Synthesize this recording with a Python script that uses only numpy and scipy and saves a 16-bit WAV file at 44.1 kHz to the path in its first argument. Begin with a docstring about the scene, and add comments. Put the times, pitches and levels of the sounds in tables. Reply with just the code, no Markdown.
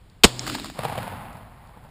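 """One shotgun blast in an open field. Light wind blows, then the shot cracks and booms,
overloading a nearby camera microphone. Tall grass scatters a short hiss, bass rolls along the
ground, the barrel hums and the action (the gun's moving parts) clicks. Nearby trees throw the shot
back, then the far tree line and the hills. A few faint handling ticks sound as the echoes fade."""
import sys
import numpy as np
from scipy import signal
from scipy.fft import rfft, irfft
from scipy.io import wavfile
from scipy.ndimage import uniform_filter1d

SR = 44100
rng = np.random.default_rng(int(sys.argv[2]) if len(sys.argv) > 2 else 0)


def file_out(sig):
    """Save sig as 16-bit WAV at sys.argv[1]."""
    # one column per channel
    cols = np.atleast_2d(sig).T
    # limit, then scale
    lim = np.clip(cols, -1, 1)
    pcm = np.round(lim * 32767).astype(np.int16)
    wavfile.write(sys.argv[1], SR, pcm)


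N = 83790
T = np.arange(N) / SR
HZ = np.fft.rfftfreq(2 * N, 1 / SR)
SHOT_S = .2358

# A colour says how strong the low and high sounds are. Each row: frequency in Hz, relative level in dB.
CRACK_COLOUR = [(30, -11.5), (300, -15), (1500, -6.5), (2800, 3.5), (5000, 4), (8000, -6), (11500, -19),
                (15000, -12.5)]
BOOM_COLOUR = [(25, -6.5), (65, 10), (110, -2), (175, -1.5), (320, -0.5), (450, 2.5), (800, -1.5),
               (2000, -3.5), (4500, -9), (8000, -4.5), (12000, -34.5), (15000, -23.5)]
# The low push of the muzzle gas. Each row: pitch in Hz, level in dB, seconds to fade by 60 dB.
GAS_PUSH = [(61.2, -7.5, 0.044), (182, -6.5, 0.057), (441.5, -7.5, 0.033)]


def blast():
    """A bright crack, then the muzzle boom and its low push, with a brief chirp of distortion."""
    crack = amp(-4) * colour(burst(delay_s=0, hold_s=.0085, fade_s=.022), CRACK_COLOUR)
    boom = amp(-4.5) * colour(burst(delay_s=.0066, hold_s=.0092, fade_s=.014), BOOM_COLOUR)
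    return crack + boom + distortion_chirp() + ring(GAS_PUSH, start_s=SHOT_S + .0085)


def burst(delay_s, hold_s, fade_s):
    """A rush of churning gas that starts at once, holds and collapses."""
    age = T - SHOT_S - delay_s
    return scatter(0, window=48) * (age >= 0) * amp(-60 * np.maximum(age - hold_s, 0) / fade_s)


def distortion_chirp(delay_s=.0062, length_s=.0036, from_hz=450, to_hz=4700):
    """A very short rising tone, like the camera's sound distorting at the loudest moment."""
    progress = np.clip((T - SHOT_S - delay_s) / length_s, 0, 1)
    hz = from_hz + (to_hz - from_hz) * progress ** 2
    arch = np.sqrt(np.sin(np.pi * progress).clip(0))
    return amp(4) * arch * np.sin(2 * np.pi * np.cumsum(hz * (progress > 0)) / SR)


# The barrel's tones. Each row: pitch in Hz, level in dB, seconds to fade by 60 dB.
BARREL_TONES = [(124, -35, 5), (267, -51.5, 0.98)]


def barrel_hum(damp_at_s=.52, fade_s=.3):
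    """The air in the barrel hums after the shot until it is damped."""
    return ring(BARREL_TONES, SHOT_S) * amp(-60 * np.maximum(T - damp_at_s, 0) / fade_s)


# The clicks. Each row: start in seconds, gain in dB.
CLICKS = [(0.3933, -8.5), (0.3945, -8.5)]
# The tones of a click. Each row: pitch in Hz, relative level in dB, seconds to fade by 60 dB.
ACTION_TONES = [(2140, -22.5, 0.042), (3800, -9.5, 0.0048), (5540, -2.5, 0.012), (6310, -3, 0.011),
                (8170, -15, 0.0047)]


def action_clicks():
    """The gun's moving parts knock together and ring briefly."""
    return sum(amp(db) * ring(ACTION_TONES, start) for start, db in CLICKS)


# How the hiss and the bass rise and fall. Each row: time in seconds, level in dB.
GRASS_LEVEL = [(.25, -16.5), (.272, -29), (.30, -36.5), (.335, -40), (.38, -41), (.42, -37.5), (.46, -38),
               (.60, -44.5), (.75, -80)]
ROLL_LEVEL = [(.26, -45.5), (.38, -46), (.48, -39), (.56, -35.5), (.65, -42), (.76, -48), (.85, -54)]
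# Their colours. Each row: frequency in Hz, relative level in dB.
GRASS_COLOUR = [(60, -16), (250, -0.5), (450, 1), (750, 4), (1100, 0.5), (2000, -5.5), (4400, 0),
                (7500, -4.5), (10500, -17.5), (15000, -19)]
ROLL_COLOUR = [(30, -18.5), (70, -0.5), (130, -8.5), (230, 2.5), (330, 1.5), (480, -17), (900, -48.5)]


def grass_and_ground():
    """Tall grass scatters the shot into a hiss while bass rolls along the ground."""
    hiss = colour(scatter(2) * level(GRASS_LEVEL), GRASS_COLOUR)
    roll = colour(scatter(0) * level(ROLL_LEVEL), ROLL_COLOUR)
    return hiss + roll


# The wash, a blur of many echoes. Each row: time in seconds, level in dB.
NEAR_WASH = [(.44, -74), (.47, -38), (.51, -36), (.555, -37), (.575, -42), (.65, -41), (.72, -48),
             (.78, -52)]
FAR_WASH = [(.74, -50), (.80, -35.5), (.84, -37.5), (.94, -34), (1.04, -34), (1.14, -36.5), (1.25, -38.5),
            (1.38, -42.5), (1.51, -49.5), (1.65, -49.5), (1.76, -50), (1.9, -51)]
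# Colours of the wash and of the slaps, single echoes that keep more of the shot's thump.
# Each row: frequency in Hz, relative level in dB.
NEAR_WASH_COLOUR = [(100, -10), (520, -6), (900, -3), (1400, -3), (2200, -1.5), (4500, 0), (7500, -5),
                    (10500, -15), (15000, -18)]
FAR_WASH_COLOUR = [(40, -28), (90, 5.5), (150, 5), (250, 0.5), (340, -12.5), (480, -7.5), (850, 2.5),
                   (1300, -3.5), (2500, -10), (4500, -14.5), (7500, -22), (11000, -19.5), (15000, -25.5)]
NEAR_SLAP_COLOUR = [(60, -15), (150, 7), (330, -5), (540, -1), (900, 5.5), (1400, 3), (2200, -3),
                    (4500, -3), (7500, -7), (10500, -16.5), (15000, -14)]
FAR_SLAP_COLOUR = [(40, -33), (90, -2.5), (150, 6.5), (250, -4.5), (340, -12.5), (480, -2.5), (850, 2),
                   (1300, -12.5), (2500, -13.5), (4500, -21), (7500, -26), (11000, -24), (15000, -29)]


def trees_and_hills(far_from_s=.75):
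    """Nearby trees throw the shot back first, then the far tree line and the hills."""
    near = colour(slaps(0, far_from_s), NEAR_SLAP_COLOUR) + colour(wash(NEAR_WASH), NEAR_WASH_COLOUR)
    far = colour(slaps(far_from_s, np.inf), FAR_SLAP_COLOUR) + colour(wash(FAR_WASH), FAR_WASH_COLOUR)
    return near + dull_with_time(far)


# The echoes that stand out. Each row: arrival in seconds, level in dB, spread in seconds.
SLAPS = [(.468, -25, 0.0018), (.478, -23.5, 0.0038), (0.499, -25.5, 0.0035), (0.552, -24.5, 0.0038),
         (.585, -33, 0.0025), (0.599, -25, 0.00085), (0.646, -28.5, 0.0021), (.659, -33.5, 0.0048),
         (0.701, -30.5, 0.0014), (0.792, -21.5, 0.0025), (0.836, -24.5, 0.0041), (0.852, -21, 0.0076),
         (.885, -26, 0.0027), (.899, -27.5, 0.0056), (.925, -29, 0.0077), (0.957, -28.5, 0.005),
         (.9795, -19, 0.0022), (0.987, -25.5, .003), (1.031, -27.5, 0.0057), (1.079, -25, 0.0026),
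         (1.124, -32, .004), (1.696, -49, 0.0052), (1.773, -43, 0.0046), (1.85, -46, .008)]
TREE_UNEVEN_DB = 4.5


def slaps(from_s, to_s, clean_db=-6.5):
    """Each slap is one clean reflection inside a tight cluster of weaker ones."""
    power, clean = np.zeros(N), np.zeros(N)
    for arrival, db, spread in SLAPS:
        if from_s <= arrival < to_s:
            power += amp(db) ** 2 * np.exp(-2 * abs(T - arrival) / spread)
            clean += amp(db + clean_db) * np.sqrt(spread * SR) * np.sinc((T - arrival) * SR)
    return scatter(TREE_UNEVEN_DB, window=300) * np.sqrt(power) + clean


def wash(curve, flutter_db=1, flutter_s=.0057):
    """The trees stand in uneven groups, so their blurred echoes come in quick waves."""
    reflections = scatter(TREE_UNEVEN_DB, window=300) * level(curve)
    smoothing = np.exp(-(np.pi * flutter_s * HZ / 2) ** 2)
    waves = irfft(rfft(rng.standard_normal(2 * N)) * smoothing)[:N]
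    return reflections * amp(flutter_db * unit(waves))


# How later echoes dull. Each row: frequency in Hz, loss in dB per second (below zero is a boost).
ECHO_DULLING = [(400, -1.5), (1200, 3.5), (2500, 10), (5000, 27), (8000, 17.5), (11000, 3.5)]


def dull_with_time(x, unchanged_at_s=.76):
    """Later echoes are duller: the upper mids fade fastest, while the highest treble hardly fades."""
    hz, times, spectrum = signal.stft(x, SR, nperseg=256)
    later_s = np.clip(times - unchanged_at_s, -.1, .6)
    loss_db = np.interp(hz, *np.transpose(ECHO_DULLING))[:, None] * later_s
    return signal.istft(spectrum * amp(-loss_db), SR, nperseg=256)[1][:N]


# The ticks. Each row: start in seconds, level in dB.
TICKS = [(0.098, -55), (1.329, -49.5), (1.370, -52), (1.672, -54.5), (1.688, -63), (1.840, -58),
         (1.890, -59.5)]
# Their colour. Each row: frequency in Hz, relative level in dB.
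TICK_COLOUR = [(200, -20), (2000, -8), (4500, 4.5), (7000, 0), (10000, -7), (15000, -48)]


def handling(decay_s=.0038):
    """Hands on the gear make small dry ticks."""
    envelope = sum(amp(db) * (T >= start) * np.exp(-abs(T - start) / decay_s) for start, db in TICKS)
    return colour(scatter(1.5) * envelope, TICK_COLOUR)


# The wind's colour. Each row: frequency in Hz, relative level in dB.
WIND_COLOUR = [(20, -1), (45, 2.5), (100, -3), (170, -8.5), (300, -21), (800, -23), (2000, -30),
               (4500, -35), (8000, -40.5), (15000, -44)]


def wind():
    """Light wind makes a steady, low rush."""
    return amp(-49) * colour(rng.standard_normal(N), WIND_COLOUR)


def amp(db):
    """Turns decibels into a number to multiply by."""
    return 10 ** (np.asarray(db) / 20)


def unit(x):
    """Scales a signal to an average power of 1."""
    return x / np.sqrt(np.mean(x ** 2) + 1e-20)


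def shape(x, gain):
    """Turns each frequency up or down, with timing that lets nothing ring ahead of the sound."""
    log_gain = np.log(np.maximum(gain, 1e-5))
    mirrored = np.r_[log_gain, log_gain[-2:0:-1]]
    phase = -signal.hilbert(mirrored).imag[:len(gain)]
    return irfft(rfft(x, 2 * N) * gain * np.exp(1j * phase))[:N]


def colour(x, points):
    """Gives white noise a colour and keeps its power."""
    hz, db = np.transpose(points)
    curve_db = np.interp(np.log(HZ + 1), np.log(hz), db)
    return shape(x, unit(amp(curve_db)))


def level(points):
    """Follows a level curve, silent before it and dying away after it."""
    times, db = np.transpose(points)
    fade_db = 100 * np.maximum(T - times[-1], 0)
    return amp(np.interp(T, times, db) - fade_db) * (T >= times[0])


def scatter(uneven_db, window=128):
    """Noise like many reflections of unequal strength, its power evened out over `window` samples."""
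    noise = rng.standard_normal(N) * amp(uneven_db * np.minimum(rng.exponential(1, N), 5))
    return noise / np.sqrt(uniform_filter1d(noise ** 2, window) + 1e-12)


def ring(tones, start_s, attack_s=.00026):
    """Tones that are struck together and each fade at their own speed."""
    age = np.maximum(T - start_s, 0)
    onset = 1 - np.exp(-(age / attack_s) ** 2)
    return onset * sum(amp(db - 60 * age / fade) * np.sin(2 * np.pi * hz * age) for hz, db, fade in tones)


def scene():
    """Adds the gun, its echoes and the background into one channel."""
    gun = blast() + barrel_hum() + action_clicks()
    echoes = grass_and_ground() + trees_and_hills()
    return (gun + echoes + handling() + wind())[None]


# Narrow dips in the treble. Each row: frequency in Hz, width in Hz, depth in dB.
TREBLE_DIPS = [(5990, 690, 11.5), (5990, 170, 11.5), (12100, 830, 8.5)]


def record(dry, bass_cut_hz=23.8, ceiling=.96, top_hz=15450):
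    """The treble gets narrow dips, the deepest rumble is dropped, the microphone overloads on the blast and the
    top is cut."""
    dips_db = sum(depth * np.exp(-((HZ - hz) / width) ** 2) for hz, width, depth in TREBLE_DIPS)
    x = shape(dry[0], amp(-dips_db))
    x = signal.sosfilt(signal.butter(2, bass_cut_hz, "high", fs=SR, output="sos"), x)
    overloaded = x / (1 + (x / ceiling) ** 6) ** (1 / 6)
    treble_cut = signal.firwin(301, top_hz, window=("kaiser", 8), fs=SR)
    return signal.oaconvolve(overloaded, treble_cut, "same")[None]


dry = scene()
out = record(dry)
file_out(out)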